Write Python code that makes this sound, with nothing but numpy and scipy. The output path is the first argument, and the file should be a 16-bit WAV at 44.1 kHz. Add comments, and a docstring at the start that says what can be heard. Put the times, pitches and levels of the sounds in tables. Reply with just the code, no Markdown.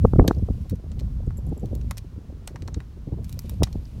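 """Wind rumbles and buffets on a phone's microphone, over faint open-air hiss and rustling sleeves.
Steel fence pliers work staples out of a wooden post: the jaws clack shut twice and tick between,
each contact a short crack that rings post and steel, and the wire rasps as it slips in the grip.
Loose staples clink in a hand, and near the end a staple scrapes out through the wood fibres."""
import sys
import numpy as np
from scipy import signal
from scipy.fft import rfft, irfft
from scipy.io import wavfile
from scipy.ndimage import uniform_filter1d, minimum_filter1d

SR = 44100
rng = np.random.default_rng(int(sys.argv[2]) if len(sys.argv) > 2 else 0)


def dump(signal):
    """Clip the signal to [-1, 1] and save it as 16-bit WAV at the path in sys.argv[1]."""
    limited = np.clip(np.atleast_2d(signal).T, -1, 1)
    pcm = np.round(limited * 32767).astype(np.int16)
    wavfile.write(sys.argv[1], SR, pcm)


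N = 176400
T = np.arange(N) / SR
ATTACK_S, TOP_HZ = 0.00022, 16100


def undb(db):
    """Decibels to gain."""
    return 10 ** (np.asarray(db) / 20)


def unit(x):
    """Scale to rms 1."""
    return x / np.sqrt(np.mean(x ** 2))


def add(out, start_s, x):
    """Mix x into out from start_s."""
    i = max(int(start_s * SR), 0)
    out[i:i + len(x)] += x[:N - i]


def noise(points):
    """Noise of rms 1, spectrum shaped by (Hz, dB) points."""
    hz, db = np.array(points).T
    bins_hz = np.maximum(np.fft.rfftfreq(N, 1 / SR), 1)
    shape = undb(np.interp(np.log(bins_hz), np.log(hz), db))
    return unit(irfft(rfft(rng.standard_normal(N)) * shape, N))


def band_noise(samples, lo_hz, hi_hz, order=3):
    """Band-passed white noise."""
    sos = signal.butter(order, [lo_hz, hi_hz], "band", fs=SR, output="sos")
    return signal.sosfilt(sos, rng.standard_normal(samples))


def walk(per_s):
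    """Smooth random wander of rms 1."""
    hold = int(SR / per_s)
    steps = np.repeat(rng.standard_normal(N // hold + 1), hold)
    return unit(uniform_filter1d(uniform_filter1d(steps, hold), hold)[:N])


def burst(carrier, envelope):
    """Noise under an envelope, with the energy of that envelope."""
    x = carrier * envelope
    return x * np.sqrt(np.sum(envelope ** 2) / np.sum(x ** 2))


def wind():
    """Wind pushes on the microphone: low rumble, with flutter in short puffs above it."""
    # Push of the wind. Each row: time in seconds, rumble level in dB, flutter level in dB.
    push = [(0,-16,-50.5),(.25,-26.5,-37),(.42,-28.5,-49.5),(.6,-29,-49),(.82,-35.5,-54.5),(1.0,-24,-46),(1.15,-28.5,-49),(1.33,-28.5,-49.5),(1.48,-23.5,-41),(1.58,-37,-48),(1.68,-28.5,-40.5),(1.86,-28.5,-47),(2.12,-36.5,-54),(2.45,-36.5,-50.5),(2.7,-32.5,-44.5),(2.87,-40.5,-56.5),(3.12,-29,-46),(3.3,-32.5,-53.5),(3.46,-34,-49),(3.56,-28,-44.5),(3.69,-32,-50),(3.77,-25.5,-44),(3.86,-36.5,-51.5),(4,-34.5,-43)]
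    # Two spectra. Each row: frequency in Hz, relative level in dB.
    rumble_spectrum = [(25,-1.5),(45,2),(68,5.5),(110,-2),(170,-8),(260,-18),(500,-68)]
    flutter_spectrum = [(70,-60.5),(150,-6),(230,-2.5),(380,-6.5),(600,-14.5),(1000,-28),(2000,-65.5)]
    gust_depth_db, puff_depth_db = 3, 9
    times_s, rumble_db, flutter_db = np.array(push).T
    rumble = noise(rumble_spectrum)
    rumble /= np.sqrt(uniform_filter1d(rumble ** 2, SR // 12))  # even out its own swells
    rumble *= undb(np.interp(T, times_s, rumble_db))
    gusts = undb(gust_depth_db * np.tanh(walk(per_s=25)))
    puffs = unit(undb(puff_depth_db * np.tanh(walk(per_s=130) - 1)))
    flutter = noise(flutter_spectrum) * undb(np.interp(T, times_s, flutter_db))
    return rumble * gusts + flutter * puffs


def air_hiss():
    """Faint, even hiss of the open air."""
    # Hiss spectrum. Each row: frequency in Hz, relative level in dB.
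    spectrum = [(100,-38),(600,-3.5),(1000,4),(2000,-4.5),(5600,-8.5),(8000,-15),(15800,-18.5)]
    return noise(spectrum) * undb(-63.8)


def rustle():
    """Sleeves and palms slide in tiny catches, swelling as the hands shift on the handles."""
    # Hand shifts. Each row: start in seconds, end in seconds, level in dB.
    rubs = [(0,.73,-67),(0.966,1.16,-75),(1.427,1.99,-71.5),(3.214,4.1,-67),(3.393,3.58,-68)]
    # Friction spectrum. Each row: frequency in Hz, relative level in dB.
    spectrum = [(1000,-14),(2500,8),(6000,2),(10500,-1.5),(12800,1.5),(16000,-24.5)]
    ramp_s, grain_db = 0.063, 1.5
    swell = sum(undb(db) * np.clip(np.minimum(T - start_s, end_s - T) / ramp_s, 0, 1)
                for start_s, end_s, db in rubs)
    return unit(noise(spectrum) * undb(grain_db * walk(per_s=220))) * swell


def buffets():
    """Eddies hit the microphone as pressure bursts: long in the bass, brief higher up."""
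    # Eddies. Each row: centre in seconds, half length at the knee in ms, relative bass level in dB,
    # relative middle level in dB, roll-off edge in Hz.
    eddies = [(0.044,6.4,-17,-19.5,400),(0.052,3.27,-19.5,-10.5,990),(.136,1.75,-20,-20,935),(0.16,4.1,-17,-24,756),(0.195,6.1,-11,-5,446),(0.1966,3.1,-7,-5,1460),(0.215,5.1,-17,-22.5,707),
              (.229,3.9,-18,-21.5,420),(0.248,6.7,-26,-25.5,860),(0.262,4,-28,-30,700),(0.283,5.2,-16,-18,536),(0.311,2.17,-27,-15.5,1200),(0.38,7.4,-26,-38.5,490),(.430,7.6,-23,-31.5,440),(.488,4,-60,-28.5,794),(0.506,4.8,-21.5,-28,486),
              (0.731,12,-28,-27,416),(1.276,4.9,-23.5,-29,412),(1.524,7,-32,-28,545),(1.641,14.6,-28.5,-31.5,576),(1.731,4.5,-35.5,-29.5,594),(2.182,10.2,-35,-41.5,446),(2.631,5.7,-35,-36.5,398),(2.774,6.3,-29.5,-31.5,454),
              (3.076,4.7,-34,-31,427),(3.136,6.4,-26.5,-32.5,420),(3.612,7.3,-23,-31.5,620),(3.6235,2.4,-26.5,-17.5,930),(3.635,4,-20,-39,402),(3.7563,2.4,-30.5,-30.5,614)]
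    bass_hz, knee_hz = 99, 350
    slope, steepness, spread = 0.31, 2.6, 0.36
    times_s, half_ms, bass_db, middle_db, edge_hz = np.array(eddies).T
    out, reach = np.zeros(N), SR // 12
    for hz in 62 * 2 ** (np.arange(10) * 2 / 3):  # 2/3-octave bands
        air = band_noise(N + SR, hz / 1.27, hz * 1.27, order=4)[SR:]
        blend = np.clip(np.log(hz / bass_hz) / np.log(knee_hz / bass_hz), 0, 1)
        rolloff = min(knee_hz / hz, 1) ** slope * np.exp(-(hz / edge_hz) ** steepness)
        gains = undb(bass_db + (middle_db - bass_db) * blend) * rolloff
        widths_s = half_ms / 1000 * (knee_hz / hz) ** spread
        for at_s, width_s, gain in zip(times_s, widths_s, gains):
            near = slice(max(int(at_s * SR) - reach, 0), int(at_s * SR) + reach)
            out[near] += gain * burst(air[near], np.exp(-((T[near] - at_s) / width_s) ** 2))
    return out


def pliers():
    """Each contact is a crack with a faint tail; it rings post and steel and echoes off the ground."""
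    # Contacts of jaws, staple and post. Each row: start in seconds, relative levels in dB of
    # woody knock, steel ring and bright tick, decay of knock and ring in ms.
    contacts = [(0.2775,-56,-38,-24,0.77),(0.2793,-20,-20,-36,1.63),(0.315,-58,-56,-62,17),
                (0.6961,-58,-43,-40.5,3.3),(.707,-57,-54,-55,7.9),(.755,-72,-56.5,-57,4.5),
                (.917,-51,-45,-70,2.1),(0.9933,-52,-40,-56,1.05),(.998,-55,-39.5,-44,1.26),(1.007,-53,-46,-64,1.4),
                (1.3065,-40.5,-58,-68,2.3),(1.6575,-66,-47,-47.5,1.3),(1.752,-71,-43.5,-37.5,1.3),(1.813,-52,-46.5,-64,1.4),
                (1.9102,-27.5,-32,-31.5,2.57),(1.971,-46,-38.5,-47,1.6),(1.976,-56,-41,-38,1.4),(1.9807,-61,-34,-37.5,2.8),
                (2.4765,-28,-25.5,-31,0.7),(2.559,-34.5,-43.5,-62,2.7),(2.6218,-46,-39,-62,1.1),(2.6772,-41.5,-38.5,-51,2.4),(2.683,-33.5,-50,-58,2.7),
                (2.7452,-36.5,-34,-64,0.89),(2.8039,-32,-43.5,-55,0.78),(3.244,-67,-46,-46.5,3.3),(3.2939,-51.5,-43.5,-39,1.9),
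                (3.3268,-69,-37.5,-35,1.14),(3.3913,-42.5,-36.5,-26.5,1),(3.4953,-41,-34,-28,1.03),
                (3.6321,-43,-30,-23.5,1.7),(3.6332,-23.5,-17,-31,1.9),(3.67,-41,-52,-63,4.4),(3.728,-65,-41,-48,1.6)]
    # Edges of the knock, ring and tick bands in Hz.
    edges_hz = [360, 1750, 7800, 15500]
    # Resonances of post (the lowest) and pliers. Each row: centre in Hz, width in Hz, boost in dB.
    resonances = [(830,400,5),(2430,60,6),(1970,110,4),(3820,65,6),(4290,300,7.5),(5580,110,9),(6130,250,6),(7030,120,4),(9350,200,6),(11600,400,5),(13160,160,5)]
    tail_s, tail_db, ground_s, ground_db = 0.016, -26, 0.0055, -14
    decay_shares = (1, 1, 0.75)  # the tick dies sooner
    t, out = T[:4096], np.zeros(N)
    attack = np.minimum(t / ATTACK_S, 1)
    for start_s, *levels_db, decay_ms in contacts:
        for db, lo_hz, hi_hz, share in zip(levels_db, edges_hz, edges_hz[1:], decay_shares):
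            crack = np.exp(-t * 1000 / (decay_ms * share))
            tail = undb(tail_db) * np.exp(-t / (tail_s * share))
            carrier = band_noise(len(t), lo_hz, hi_hz)
            add(out, start_s, undb(db) * burst(carrier, attack * (crack + tail)))
    bins_hz = np.fft.rfftfreq(N, 1 / SR)
    response = 1 + sum((undb(db) - 1) / (1 + 2j * (bins_hz - hz) / width_hz)
                       for hz, width_hz, db in resonances)
    out = irfft(rfft(out) * response, N)
    add(out, ground_s, undb(ground_db) * out)
    return out


def wire_slips():
    """Wire slips in the jaws: a tiny rasp in one narrow resonance, pitched by the grip."""
    # Slips. Each row: start in seconds, pitch in Hz, level in dB.
    slips = [(.279,4020,-18),(0.277,11800,-25.5),(0.348,4860,-49.5),(.3856,5570,-53),(2.4744,8470,-32),(2.6214,4230,-48),(2.7427,6570,-36),(3.391,5150,-32.5),(3.636,4820,-22.5),(3.854,5000,-47)]
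    decay_s, width_hz = 0.0022, 1340
    t, out = T[:2048], np.zeros(N)
    envelope = np.minimum(t / ATTACK_S, 1) * np.exp(-t / decay_s)
    for start_s, hz, db in slips:
        rasp = band_noise(2 * len(t), hz - width_hz / 2, hz + width_hz / 2, order=2)[len(t):]
        add(out, start_s, undb(db) * burst(rasp, envelope))
    return out


def staple_clinks():
    """Loose staples touch and ring briefly, each at its own pitch, damped by the palm."""
    # Clinks. Each row: start in seconds, relative level in dB, factor on the ring time.
    clinks = [(1.264,-58.5,1),(1.371,-45,.8),(1.378,-47,1.5),(1.4658,-48.5,.7),(1.492,-54,.7),(1.5766,-44.5,0.55),(1.5964,-49,.6),(1.606,-55,.7)]
    # Staple modes. Each row: frequency in Hz, relative level in dB, base t60 in seconds.
    modes = [(6770,0,0.027),(7560,6,0.03),(7660,0,0.034),(10160,-2,.04),(11100,0,0.035),(11700,-1,0.065),(12300,-3,0.038)]
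    attack_s, detune, scatter_db = 0.0008, 0.01, 3.7
    t, out = T[:6000], np.zeros(N)
    attack = np.minimum(t / attack_s, 1)
    hz, db, t60_s = np.array(modes).T[:, :, None]
    for start_s, level_db, ring_factor in clinks:
        pitch_draw, level_draw = rng.standard_normal((2, len(modes), 1))
        weights = undb(db + scatter_db * level_draw)
        decay = undb(-60 * t / (t60_s * ring_factor))
        partials = weights * decay * np.sin(2 * np.pi * hz * (1 + detune * pitch_draw) * t)
        add(out, start_s, undb(level_db) * attack * partials.sum(axis=0) / np.linalg.norm(weights))
    return out


def staple_scrape():
    """A staple draws out of the post, catching unevenly on wood fibres."""
    start_s, length_s, catches_per_s, decay_s = 3.215, 0.215, 110, 0.00044
    catch, envelope = np.exp(-T[:512] / decay_s), np.zeros(N)
    for place, size in rng.random((int(length_s * catches_per_s), 2)):
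        add(envelope, start_s + place * length_s, size ** 2 * catch)
    return undb(-45.5) * envelope * unit(band_noise(N, lo_hz=3500, hi_hz=TOP_HZ, order=1))


def scene():
    """Tool, staples, weather and hands at one microphone."""
    metal = undb(-2.5) * pliers() + wire_slips() + undb(1.5) * staple_clinks()
    weather = undb(0.5) * buffets() + wind() + air_hiss()
    return (metal + weather + staple_scrape() + rustle())[None]


def record(dry):
    """The phone sheds the deepest bass, limits the strongest peaks and cuts the top."""
    low_cut_hz, ceiling, smooth_s = 31, 0.97, 0.0021
    x = signal.sosfilt(signal.butter(3, low_cut_hz, "high", fs=SR, output="sos"), dry)
    span = int(smooth_s * SR)
    gain = ceiling / np.maximum(abs(x), ceiling)
    gain = uniform_filter1d(minimum_filter1d(gain, 2 * span), span)
    return signal.sosfilt(signal.ellip(8, 0.2, 70, TOP_HZ, fs=SR, output="sos"), x * gain)


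dry = scene()
out = record(dry)
dump(out)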